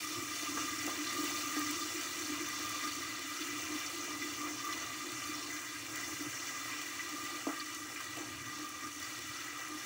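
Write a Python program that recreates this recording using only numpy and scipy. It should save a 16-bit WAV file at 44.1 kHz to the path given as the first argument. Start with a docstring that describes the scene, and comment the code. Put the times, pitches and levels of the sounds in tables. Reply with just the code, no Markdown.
"""Water boils off fried onions in hot oil, in a steel pot whose lid rests ajar on a wooden spoon.
From the start, bursting bubbles sizzle and spray fizzes, ringing the steel and the air under the lid,
while steam thumps the lid several times in the first two seconds. Glugs, pops and spitting droplets
dot the sizzle as it slowly calms. From 6 to 8 s the pot cools to a duller ring, and the hardest
thump lands at 7.5 s. It is all heard in mono from a phone on the counter."""
import sys
import numpy as np
from scipy import signal
from scipy.fft import rfft, irfft
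from scipy.io import wavfile
from scipy.ndimage import uniform_filter1d

SR = 44100
rng = np.random.default_rng(int(sys.argv[2]) if len(sys.argv) > 2 else 0)


def wav_record(signal):
    """Record a signal, one row per channel, as 16-bit PCM in the file named by sys.argv[1]."""
    frames = np.transpose(np.atleast_2d(signal))
    bounded = np.clip(frames, -1, 1)
    # unit amplitude maps onto the largest positive 16-bit level
    quanta = np.round(bounded * 32767).astype(np.int16)
    wavfile.write(sys.argv[1], SR, quanta)


N = 434385


def undb(db):
    """Decibels to gain."""
    return 10 ** (np.asarray(db) / 20)


def unit_rms(x):
    """Scale to rms 1."""
    return x / np.sqrt(np.mean(x ** 2))


def band(x, low_hz, high_hz):
    """Steep band-pass."""
    edges_hz = [low_hz, min(high_hz, .45 * SR)]
    return signal.sosfilt(signal.butter(3, edges_hz, "band", fs=SR, output="sos"), x)


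def level_ride(table, column):
    """One column of a table as a fader ride, in dB around its mean."""
    rows = np.array(table)
    db = np.interp(np.arange(N) / SR, rows[:, 0], rows[:, column])
    return db - db.mean()


def wander(per_s):
    """Smooth random drift with a spread of 1: held steps, slewed twice."""
    hold = int(SR / per_s)
    steps = rng.standard_normal(N // 200)[np.arange(N) // hold]
    smooth = uniform_filter1d(uniform_filter1d(steps, hold), hold)
    return smooth / smooth.std()


def add(out, start_s, peak_db, sound):
    """Drop a sound into the mix at the given peak level."""
    place = out[int(start_s * SR):][:len(sound)]
    place += sound[:len(place)] * undb(peak_db) / np.abs(sound).max()


def noise_hit(pot, low_hz, high_hz, decay_ms, attack_ms=0.2):
    """A short puff of noise heard through one band of the pot's ring."""
    t_ms = np.arange(SR // 5) * 1000 / SR
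    envelope = (1 - np.exp(-t_ms / attack_ms)) * np.exp(-t_ms / max(decay_ms, .3))
    return signal.fftconvolve(envelope * rng.standard_normal(len(t_ms)), band(pot, low_hz, high_hz))


# What leaks past the lid between the modes, coloured by the microphone: frequency_hz, relative_db
LID_LEAK = [(20, -51), (52, -51), (175, -34.5), (200, -25.5), (240, -21), (450, -20.5), (880, -21),
            (1500, -20), (3200, -23), (4300, -25), (4900, -23), (5200, -24.5), (6500, -21.5), (9000, -28),
            (12900, -37), (13800, -34), (14800, -28), (15800, -22.5)]
# Modes of the pot, lid and enclosed air: hot_pitch_hz, cooled_pitch_hz, width_hz, relative_db
POT_MODES = [(72.4, 81, 12, -26), (88.6, 100, 15, -19.5), (117.6, 120, 36, -17.5), (276, 266, 18, -6),
             (301.7, 302.6, 25.3, 2), (346, 345, 21, -3.5), (680, 790, 41, -17.5), (1063, 1060, 44, -18),
             (1173.7, 1166, 24, -7.5), (1210, 1209, 25.4, -3.5), (1288, 1289, 34, -10),
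             (1350, 1350, 40, -16.5), (1586, 1585, 40, -16), (1628, 1622, 28, -12), (1874, 1875, 54, -13.5),
             (1940, 1915, 38, -12.5), (1999, 1960, 56, -6.5), (2075, 2040, 29, -13), (2280, 2020, 57, -19),
             (2341, 2325, 40, -9), (2428, 2420, 73, -13), (2520, 3600, 42, -21), (2709, 2682, 63, -13.5),
             (2860, 2880, 93, -14.5), (3010, 2990, 81, -14), (3428, 3400, 31, -14), (3557, 3520, 97, -14),
             (3950, 3760, 210, -24), (4183, 4150, 100, -15), (4470, 4440, 37, -15), (4572, 4520, 69, -13.5),
             (4880, 4730, 57, -16), (5503, 5420, 110, -18.5), (5670, 5580, 90, -19.5),
             (6030, 6000, 290, -19.5), (6270, 6180, 130, -19.5), (7030, 5900, 220, -22),
             (7320, 7300, 200, -23)]


def pot_response(cooled, leak_db=0, fft_size=16384):
    """The pot's impulse response, modes plus leak; as it cools the modes shift, most of them down."""
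    hz = np.arange(fft_size // 2 + 1) * SR / fft_size + 1e-3
    leak_hz, leak_shape_db = np.array(LID_LEAK).T
    power = undb(leak_db + np.interp(np.log(hz), np.log(leak_hz), leak_shape_db)) ** 2
    for hot_pitch_hz, cooled_pitch_hz, width_hz, relative_db in POT_MODES:
        pitch_hz = cooled_pitch_hz if cooled else hot_pitch_hz
        if cooled and pitch_hz > 3250:  # the upper modes blur and dull
            width_hz *= 1.32
            relative_db -= 2.5
        # steel and air couple, so each peak has steeper skirts than a lone resonator
        power += undb(relative_db) ** 2 / (1 + (2 * (hz - pitch_hz) / width_hz) ** 2) ** 2
    # minimum phase: the ring follows the hit, never leads it
    half = fft_size // 2
    cepstrum = irfft(np.log(power) / 2)
    cepstrum[1:half] *= 2
    cepstrum[half + 1:] = 0
    return irfft(np.exp(rfft(cepstrum)))[:half]


# Low-end rides, each played around its mean: time_s, hollow_bubbling_db, shudder_db
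LOW_RIDES = [(0, -42, -62), (.08, -48.5, -69), (.22, -46.5, -65), (.38, -49.5, -69), (.6, -45, -54),
             (.74, -44, -66), (.98, -46.5, -70), (1.18, -43, -58), (1.34, -49, -62), (1.7, -47.5, -57.5),
             (2.22, -49, -66), (2.8, -50.5, -66), (3.43, -50, -62.5), (3.81, -52, -64.5),
             (4.17, -46.5, -64.5), (4.61, -52.5, -63.5), (5.19, -50.5, -68), (6.17, -52.5, -68),
             (6.34, -54.5, -62.5), (6.99, -53.5, -68.5), (7.24, -52, -64.5), (7.43, -55, -67),
             (7.7, -52.5, -70), (8.4, -53.5, -60.5), (8.56, -49.5, -63.5), (9.05, -57, -68),
             (9.15, -51.5, -63.5), (9.6, -62.5, -66), (9.85, -53, -70)]


def shudder(pot):
    """The low bed of stove and counter: turbulence comes and goes, shaking the lowest modes."""
    level_db = -61 + 0.8 * level_ride(LOW_RIDES, column=2) + 2.5 * wander(per_s=8)
    rumble = signal.fftconvolve(rng.standard_normal(N), band(pot, low_hz=39.8, high_hz=172))[:N]
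    return unit_rms(rumble) * undb(level_db)


# Soft, round glugs: start_s, level_db (before the trim)
GLUG_CUES = [(0.159, -40), (0.217, -36), (0.477, -39), (0.734, -41.5), (0.842, -36.5), (1.173, -35.5),
             (1.682, -36.5), (1.745, -37), (1.804, -41), (1.94, -35), (2.087, -37), (2.202, -39),
             (2.293, -36), (2.395, -35), (2.585, -37.5), (2.981, -39.5), (3.399, -40), (3.454, -39),
             (3.934, -40), (4.243, -35), (4.436, -41), (4.672, -40.5), (5.039, -41), (5.283, -40),
             (5.469, -40), (5.821, -46), (6.091, -43.5), (7.125, -42.5), (7.32, -42), (7.933, -42.5),
             (8.193, -44), (8.27, -43)]


def glugs(pot, trim_db=-2):
    """A large bubble heaves up and bursts, ringing the low air modes under the lid."""
    out = np.zeros(N)
    for start_s, level_db in GLUG_CUES:
        glug = noise_hit(pot, low_hz=243, high_hz=374, decay_ms=13, attack_ms=3.1)
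        add(out, start_s, level_db + trim_db, glug)
    return out


# Larger, pitched pops: start_s, peak_db, pitch_hz
POP_CUES = [(.168, -46, 104), (.572, -31, 1200), (.808, -36, 2320), (.873, -39, 1300), (.89, -35, 1200),
            (1.069, -34, 4270), (1.176, -38, 3570), (1.379, -37, 3550), (1.411, -37, 3600),
            (1.567, -39, 1190), (1.811, -33, 4300), (1.83, -37, 4400), (1.879, -39, 3540),
            (1.957, -34, 2040), (2.262, -39, 4230), (2.345, -37, 1280), (3.415, -36, 4170),
            (3.521, -38, 4200), (3.76, -39, 2050), (3.845, -39, 3020), (3.862, -33, 6000),
            (4.01, -35, 6100), (4.217, -33, 2020), (4.725, -33, 3620), (4.929, -41, 2500),
            (5.237, -36, 3950), (5.466, -40, 4100), (6.262, -47, 109), (6.993, -33, 1990),
            (7.489, -36, 1250), (7.501, -36, 1230), (7.524, -38, 1190), (7.598, -34, 4100),
            (7.958, -35, 1960), (8.002, -36, 1300), (9.026, -35.5, 5900), (9.043, -36, 6000),
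            (9.56, -39, 1450), (9.585, -38.5, 1300), (9.61, -37.5, 1393), (9.65, -39, 1400)]


def pops(ring_ms=26, band_ratio=1.31):
    """A pop rings the modes around its own pitch; oil on the steel soon damps them."""
    out = np.zeros(N)
    pot = pot_response(cooled=False, leak_db=-9.5)  # more ring, less leak past the lid
    damped = pot * np.exp(-np.arange(len(pot)) * 1000 / (ring_ms * SR))
    for start_s, peak_db, pitch_hz in POP_CUES:
        pop = noise_hit(damped, pitch_hz / band_ratio, pitch_hz * band_ratio, decay_ms=8.6)
        add(out, start_s, peak_db, pop)
    return out


# Single droplets spitting: start_s, snap_peak_db, body_offset_db
SPIT_CUES = [(0.0368, -37, -10), (0.0737, -34, -5.5), (0.8155, -37, -8), (0.8647, -24, -12), (.9, -31, -9),
             (1.1523, -30, -10), (1.5444, -35, -4), (1.7094, -24.5, -9), (2.4872, -32, -11),
             (3.7595, -38, 1), (4.0442, -36, -2), (4.4159, -32.5, -8), (4.725, -37, 0), (4.7345, -35, -2),
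             (4.777, -35, 1), (4.9761, -35, -12), (5.1178, -30, -9), (5.2724, -36, -7), (5.5653, -35, -2),
             (5.9579, -27.5, -14), (5.973, -30, -14), (6.0078, -34, -10), (6.043, -33, -4),
             (6.328, -39, -4), (6.4537, -36, -9), (6.8148, -30.5, -5), (7.2519, -34, -7), (7.6575, -37, -6),
             (7.7478, -29, -8), (8.0042, -38, -8), (8.0426, -36, -11), (8.1717, -30, -11),
             (8.9989, -33, -6), (9.6834, -34.5, -9.5)]


def spits(pot, decay_ms=2.4):
    """A droplet explodes into spray: a bright snap and a lower body that rings the steel."""
    out = np.zeros(N)
    for start_s, snap_peak_db, body_offset_db in SPIT_CUES:
        add(out, start_s, snap_peak_db, noise_hit(pot, 7400, 19900, decay_ms))
        add(out, start_s, snap_peak_db + body_offset_db, noise_hit(pot, 3000, 6900, decay_ms))
    return out


# Big steam bubbles bursting under the lid: start_s, knock_db, boom_db, boom_ms, rattle_db, rattle_ms
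THUMP_CUES = [(.43, -42, -44, 12, -44, 33), (.573, -49, -39, 13, -43, 22), (.876, -38, -36, 12, -37, 29),
              (.975, -52, -38, 110, -50, 30), (1.23, -49, -52, 11, -40, 20), (1.566, -39, -32, 63, -40, 49),
              (3.759, -49, -43, 13, -53.5, 25), (6.205, -51, -38, 27, -55, 25),
              (6.262, -48, -39, 19, -53, 25), (7.469, -27, -27.5, 14, -33.5, 30),
              (7.487, -41, -34, 21, -39, 27), (7.525, -46, -46, 15, -48, 33),
              (8.169, -44, -49, 11, -40, 95)]


def lid_thumps(pot, boom_hz=300, boom_attack_s=.0015):
    """The lid knocks on the rim and rattles on; the air under it booms and is soon let out."""
    out = np.zeros(N)
    t = np.arange(SR // 5) / SR
    knock = band(pot, 385, 990)
    air_tone = -np.sin(2 * np.pi * boom_hz * t) * (1 - np.exp(-t / boom_attack_s))
    for start_s, knock_db, boom_db, boom_ms, rattle_db, rattle_ms in THUMP_CUES:
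        boom = air_tone * np.exp(-(t * 1000 / boom_ms) ** 2)
        add(out, start_s, knock_db, knock)
        add(out, start_s, boom_db, band(boom, 233, 1500))
        add(out, start_s, rattle_db, noise_hit(pot, 362, 900, rattle_ms))
    return out


def bubble_bursts(bursts_per_s, spread_db, flurry_db, smear_ms):
    """Bubbles burst at random, many small and few large, in flurries; each sprays a tail of noise."""
    chance = rng.random(N) * SR / bursts_per_s
    bursting = chance < 1
    size = np.minimum(-np.log(chance[bursting] + 1e-9), 3.4)  # exponential sizes, capped
    power = np.zeros(N)
    power[bursting] = undb(spread_db * size + flurry_db * wander(per_s=16)[bursting]) ** 2
    smeared = signal.lfilter([1], [1, -np.exp(-1000 / (smear_ms * SR))], power)
    return np.sqrt(smeared) * rng.standard_normal(N)


# How hard the pot boils, each ride played around its mean: time_s, sizzle_db, spray_db, main_ring_db
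BOIL_RIDES = [(0, -43.5, -43, -47.5), (.19, -44, -45, -52), (.33, -43.5, -43.5, -44.5),
              (.52, -45, -44.5, -48), (.85, -44, -44, -49), (.95, -44.5, -45, -49.5),
              (1.12, -42.5, -43, -47), (1.4, -44.5, -41.5, -51), (1.45, -43, -43.5, -42),
              (1.53, -43, -43, -49), (1.67, -43.5, -43, -47.5), (2.19, -45, -44.5, -52),
              (2.45, -45, -45, -52), (2.88, -43.5, -45.5, -47.5), (3.18, -47, -48.5, -52),
              (3.35, -46, -46, -49), (3.62, -45, -46, -52), (3.68, -45.5, -48, -61),
              (3.81, -44.5, -46.5, -47), (3.89, -45.5, -46.5, -54), (4.25, -46, -47.5, -49),
              (4.33, -47, -48, -56), (4.42, -47.5, -48.5, -51.5), (4.53, -48.5, -49, -51),
              (4.69, -45, -46, -43), (4.8, -44.5, -47, -53), (4.86, -46, -49, -44),
              (5.07, -46.5, -46.5, -52.5), (5.16, -45.5, -47, -47.5), (5.6, -46.5, -47, -50.5),
              (6.11, -47.5, -46.5, -54.5), (6.8, -46.5, -47.5, -52), (7.35, -46.5, -47.5, -50),
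              (7.42, -48, -48, -54), (7.6, -47.5, -48.5, -50), (7.68, -48.5, -48.5, -52.5),
              (8.31, -47.5, -49.5, -53), (8.8, -48.5, -49.5, -50.5), (9.19, -47, -48.5, -54.5),
              (9.74, -48.5, -50.5, -52.5), (9.85, -48.5, -47, -53)]
# Bubble layers from large to small, then sparse bright ticks:
# low_hz, high_hz, level_db, ride_db_per_db, bursts_per_s, spread_db, flurry_db, surge_db, smear_ms
BUBBLE_LAYERS = [(389, 920, -58, .5, 500, 1.7, 1.37, 1, 4.5),
                 (946, 1128, -60, .8, 700, 1.9, 1.4, 1.35, 2.6),
                 (1127, 1250, -51.3, 1.16, 200, 2.4, 2, .8, 2.5),
                 (1254, 1460, -55.5, .8, 700, 2, 1.3, .8, 2.6),
                 (1475, 2194, -49.3, 0.6, 800, 3, 1, 0.55, 4.2),
                 (2147, 3160, -51, 0.96, 1500, 1.9, 1.2, 0.47, 1.7),
                 (3230, 4830, -51.5, 1.32, 2300, 3.5, 0.9, 0.5, 3.7),
                 (5010, 5820, -53, 1, 830, 2.5, 1, 0.6, 3.9),
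                 (5760, 6710, -51.5, 0.93, 820, 4, 1, 0.65, 7.2),
                 (6670, 8320, -53.5, 0.83, 1500, 3, 0.3, 0.66, 5),
                 (8270, 13500, -55.5, 0.95, 1500, 0.5, 0.4, 0.07, 5.1),
                 (12900, 16600, -54.5, 1.1, 1300, 2, 0.5, .7, 1.6),
                 (8000, 18400, -60.5, 1, 45, 6, 0.5, 0.4, 0.77)]
HOLLOW_LAYER = (164, 390, -51, 0.87, 320.5, 1, 0.9, 1, 2.5)  # the largest bubbles, same columns


def sizzle(hot_pot, cooled_pot, cooling_s=(5.997, 8.05), main_ring_hz=1200, spray_from_hz=4000):
    """Bubbles of each size ring their own band of the pot, which crossfades from hot to cooled."""
    fade_start, fade_end = (int(s * SR) for s in cooling_s)
    fade_angle = np.interp(np.arange(N) / SR, cooling_s, [0, np.pi / 2])
    hot_gain, cooled_gain = np.cos(fade_angle[:fade_end]), np.sin(fade_angle[fade_start:])
    rides = [level_ride(LOW_RIDES, column=1)]  # for the hollow layer
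    for low_hz, high_hz, *_ in BUBBLE_LAYERS:
        if low_hz < main_ring_hz < high_hz:
            rides.append(level_ride(BOIL_RIDES, column=3))
        else:
            rides.append(level_ride(BOIL_RIDES, column=1 if low_hz < spray_from_hz else 2))
    surge = wander(per_s=9)  # all layers surge together
    out = np.zeros(N)
    for ride_db, layer in zip(rides, [HOLLOW_LAYER] + BUBBLE_LAYERS):
        low_hz, high_hz, level_db, ride_db_per_db = layer[:4]
        bursts_per_s, spread_db, flurry_db, surge_db, smear_ms = layer[4:]
        bursts = bubble_bursts(bursts_per_s, spread_db, flurry_db, smear_ms)
        hot_ring = signal.oaconvolve(bursts[:fade_end], band(hot_pot, low_hz, high_hz))
        cooled_ring = signal.oaconvolve(bursts[:N - fade_start], band(cooled_pot, low_hz, high_hz))
        ring = np.zeros(N)
        ring[:fade_end] = hot_ring[:fade_end] * hot_gain
        ring[fade_start:] += cooled_ring[:N - fade_start] * cooled_gain
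        swell_db = .45 * wander(per_s=7)  # each layer also swells on its own
        out += unit_rms(ring) * undb(level_db + ride_db_per_db * ride_db + surge_db * surge + swell_db)
    return out


def scene():
    """Shudder and sizzle run throughout and the one-shots land on top, alike in both channels."""
    hot_pot, cooled_pot = pot_response(cooled=False), pot_response(cooled=True)
    steady = shudder(hot_pot) + sizzle(hot_pot, cooled_pot)
    mono = steady + lid_thumps(hot_pot) + glugs(hot_pot) + spits(hot_pot) + pops()
    return np.array([mono, mono])


def record(dry):
    """The phone cuts the top end with a steep low-pass."""
    cutoff_hz = 15740
    return signal.sosfilt(signal.ellip(16, .2, 80, cutoff_hz, fs=SR, output="sos"), dry)


dry = scene()
out = record(dry)
wav_record(out)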